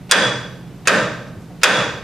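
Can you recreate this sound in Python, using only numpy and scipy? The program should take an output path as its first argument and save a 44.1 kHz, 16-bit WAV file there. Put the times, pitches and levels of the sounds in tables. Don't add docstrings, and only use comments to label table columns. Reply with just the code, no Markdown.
import sys
import numpy as np
from scipy import signal
from scipy.io import wavfile

SR = 44100
rng = np.random.default_rng(int(sys.argv[2]) if len(sys.argv) > 2 else 0)


def to_wav(s):
    ch = np.atleast_2d(s).T
    pcm = np.round(np.clip(ch, -1, 1) * 32767)
    wavfile.write(sys.argv[1], SR, pcm.astype(np.int16))


def how_loud(loudness_db):
    steps = np.asarray(loudness_db, float) / 20
    return 10 ** steps


N = 89655


def at_hz(points, hz):
    table = np.array(points, float)
    return [np.interp(np.log(hz), np.log(table[:, 0]), column) for column in table[:, 1:].T]


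def band(x, low_hz, high_hz):
    sos = signal.butter(2, [low_hz, min(high_hz, 0.45 * SR)], "band", fs=SR, output="sos")
    return signal.sosfilt(sos, x)


def fold(x, response):
    return signal.fftconvolve(x, response, axes=-1)[..., :N]


def dying(t, t60_s):
    return (t >= 0) * how_loud(-60 * np.maximum(t, 0) / t60_s)


# frequency in Hz, likeness from 0 to 1.
LIKENESS = [(60, 0.9), (300, .96), (1500, 0.91), (4000, 0.79), (8000, 0.34), (14000, 0.1)]
# frequency in Hz, left over right in dB.
LEAN = [(60, -0.5), (240, -2.5), (950, -0.5), (3770, -1.0), (15000, -1)]


def stereo_bands(shape, size):
    settle = 4000
    edges_hz = 24 * 2 ** np.arange(0, 9.6, 1 / 3)
    white = rng.standard_normal((2, 2, size + settle))
    out = 0
    for k, (low_hz, high_hz) in enumerate(zip(edges_hz, edges_hz[1:])):
        mid, side = band(white[k % 2], low_hz, high_hz)[:, settle:]
        hz = np.sqrt(low_hz * high_hz)
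        alike = np.clip(at_hz(LIKENESS, hz)[0], 0, 1)
        lean_db = at_hz(LEAN, hz)[0] / 2
        pair = np.sqrt(1 + alike) * mid + np.sqrt(1 - alike) * side * [[1], [-1]]
        out = out + shape(hz) * pair * how_loud(np.array([[lean_db], [-lean_db]]))
    return out


# frequency in Hz, density in dB per Hz.
AIR = [(15, -40), (25, -3), (190, 6.5), (384, -4.5), (476, -6.5), (641, -9.5), (1700, -18.5), (3080, -23),
       (16000, -35.5)]
# centre in Hz, width in Hz, level in dB.
DUCT = [(126.2, 4.7, -43), (168, 21, -43.5), (176, 6.7, -46)]


def air():
    air_db, patchy_db, knots = -39, 0.5, 24

    def shape(hz):
        drift = np.interp(np.linspace(0, knots - 1, N), np.arange(knots), rng.standard_normal(knots))
        return how_loud(at_hz(AIR, hz)[0] + patchy_db * drift)

    out = stereo_bands(shape, size=N)
    out = how_loud(air_db) * out / out.std()
    for hz, width_hz, db in DUCT:
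        tone = band(rng.standard_normal(2 * N), hz - width_hz / 2, hz + width_hz / 2)[N:]
        out = out + how_loud(db) * tone / tone.std() * how_loud(np.array([[-1.1], [1.1]]))
    return out


# start in seconds, level in dB, low Hz, high Hz, t60 in seconds.
SHUFFLES = [
    (.59, -43, 290, 370, .25),
    (.705, -41, 300, 430, .18),
    (1.27, -49, 2600, 6500, .12),
    (1.36, -33, 90, 200, .4),
    (1.40, -60, 2000, 10000, .6),
    (1.504, -39, 350, 850, .12),
]


def shuffles():
    t, out = np.arange(N) / SR, 0
    for start_s, db, low_hz, high_hz, t60_s in SHUFFLES:
        noise = band(rng.standard_normal(N), low_hz, high_hz)
        onset = np.clip((t - start_s) / 0.005, 0, 1)
        out = out + how_loud(db) * noise / noise.std() * dying(t - start_s, t60_s) * onset
    return out


BLOW_S = [
    .1117,
    .8727,
    1.6331,
]
# length in seconds, level in dB, top in Hz.
LEAD_HISS = (.019, -35, 3300)


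def lead_hiss():
    t, (length_s, db, top_hz) = np.arange(N) / SR, LEAD_HISS
    gate = sum(np.clip((t - s + length_s) / 0.0017, 0, 1) * (t < s) for s in BLOW_S)
    shared = rng.standard_normal(N)
    noise = band(0.9 * rng.standard_normal((2, N)) + shared, 330, top_hz)
    return how_loud(db) * gate * noise / noise.std()


# frequency in Hz, level in dB, t60 in seconds, build-up in seconds.
HALL = [(113, -26.5, 1.44, 0.1), (192, -17.5, 0.63, 0.04), (480, -20, 0.85, 0.018),
        (1440, -14.5, 0.64, 0.012), (3700, -25, 0.65, 0.0067), (6480, -29, 0.68, 0.005),
        (10770, -35, 0.41, 0.011), (16000, -60, 0.16, 0.01)]


def hall(x):
    t = np.arange(SR) / SR

    def shape(hz):
        db, t60_s, build_s = at_hz(HALL, hz)
        return how_loud(db) * (1 - np.exp(-(t / build_s) ** 2)) * dying(t, t60_s)

    return fold(x[None], stereo_bands(shape, size=len(t)))


# delay in seconds, level in dB, left over right in dB, left lag in seconds, top in Hz.
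ECHOES = [
    (.0076, 1, 3, -.00002, 22000),
    (0.019, -8.5, 6, .00003, 8000),
    (0.021, -15, -15, -.00003, 1400),
    (.0022, -5, -1.5, .00002, 12000),
]


def early(x):
    out = np.array([x * how_loud(2.0), x * how_loud(7.5)])
    for delay_s, db, pan_db, lag_s, top_hz in ECHOES:
        dull = signal.lfilter(*signal.butter(1, top_hz, fs=SR), x)
        for side, sign in enumerate((0.5, -0.5)):
            delay = round((delay_s + sign * lag_s) * SR)
            out[side] += np.roll(dull, delay) * how_loud(5 + db + sign * pan_db)
    return out


# frequency in Hz, t60 in seconds,
# level in dB in blows 1, 2 and 3, extra dB toward the microphone.
WOOD = [(483.4, 0.026, -24, -13, -17, 0.5), (600, 0.026, -18.5, -6, -16, -3.5),
        (1299, 0.01, -24, -1, -13, 4), (1573, 0.022, -10.5, -3.5, -10, 2),
        (1758, 0.018, -12, -5.5, -12, -5), (2503, 0.025, -18, -12, -12, 9.5),
        (2724, 0.044, -42, -19, -19.5, 1.5), (3406, .03, -6, -14, -9, -2.5),
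        (3760, 0.018, -13.5, -10, -12, -8.5), (4880, 0.021, -11.5, -15.5, -13.5, 1.5),
        (5860, .02, -14, -17, -15, -7), (6760, 0.031, -18.5, -16, -17.5, 1.5),
        (8250, 0.021, -14.5, -17.5, -27, 0), (9040, 0.015, -17, -20.5, -15, -1.5)]


def wood_modes(t, blow):
    swell_cycles = 2.3
    phases = rng.uniform(0, 2 * np.pi, len(WOOD))
    modes = []
    for row, phase in zip(WOOD, phases):
        hz, t60_s, db = row[0], row[1], row[2 + blow]
        envelope = dying(t, t60_s) * (1 - np.exp(-t * hz / swell_cycles))
        modes.append(how_loud(db) * envelope * np.sin(2 * np.pi * hz * t + phase))
    return modes


def crack(t):
    return band(rng.standard_normal(len(t)) * dying(t, 0.022), 1130, 7120)


def click(pulse):
    soft = 0.44
    return 10 * signal.lfilter([soft], [1, soft - 1], band(pulse, 260, SR / 2))


# low Hz, high Hz, level in dB.
LECTERN = [
    (118.7, 139.3, 5),
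    (157, 231, 4.5),
    (294, 325, 0),
    (447, 655, -1.5),
]


def thump(pulse):
    return 20 * sum(how_loud(db) * band(pulse, low_hz, high_hz) for low_hz, high_hz, db in LECTERN)


# strength, crack, click, thump, hall send and recorder gain duck, all in dB.
BLOWS = [
    (2.9, -3, -2, -5, 0, 10.5),
    (-1.5, -2.5, -1, -1, -3.47, 8.5),
    (2.7, -1.5, 0, -5, 0.44, 13),
]


def gavel():
    swell_s = 0.00049
    near, far = np.zeros(N), np.zeros((2, N))
    t = np.arange(SR // 5) / SR
    pulse = 1.0 * (np.arange(len(t)) == 8)
    for k, (start_s, row) in enumerate(zip(BLOW_S, BLOWS)):
        db, crack_db, click_db, thump_db, send_db, _ = row
        modes = wood_modes(t, k)
        rings = sum(modes)
        facing = sum(how_loud(m[-1]) * ring for m, ring in zip(WOOD, modes))
        swell = how_loud(db) * (1 - np.exp(-t / swell_s))
        boom = how_loud(thump_db) * thump(pulse)
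        start = int(start_s * SR)
        span = slice(start, start + len(t))
        near[span] += swell * (facing + how_loud(crack_db) * crack(t)) + 0.18 * boom
        far[:, span] += how_loud(send_db) * np.array([swell * rings, how_loud(click_db) * click(pulse) + boom])
    return near, far


def scene():
    drive_db = -0.68
    near, (head, lectern) = gavel()
    blows = early(near) + hall(head) + hall(lectern)
    return how_loud(drive_db) * blows + air() + shuffles() + lead_hiss()


def low_pass(x):
    return signal.sosfilt(signal.butter(12, 16250, fs=SR, output="sos"), x)


def record(dry):
    release_db_per_s, attack_s, clip, cutoff_hz = 76, 0.019, 1.3, 16000
    t, duck_db = np.arange(N) / SR, 0
    for start_s, row in zip(BLOW_S, BLOWS):
        since = np.maximum(t - start_s, 0)
        recovering_db = np.maximum(row[-1] - release_db_per_s * since, 0)
        duck_db = duck_db + (1 - np.exp(-since / attack_s)) * recovering_db
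    held = dry * how_loud(-duck_db)
    overloaded = clip * np.tanh(held / clip)
    top_cut = signal.cheby2(12, 60, cutoff_hz, fs=SR, output="sos")
    mix = np.clip(signal.sosfilt(top_cut, overloaded), -1, 1)
    return low_pass(mix)


dry = scene()
out = record(dry)
to_wav(out)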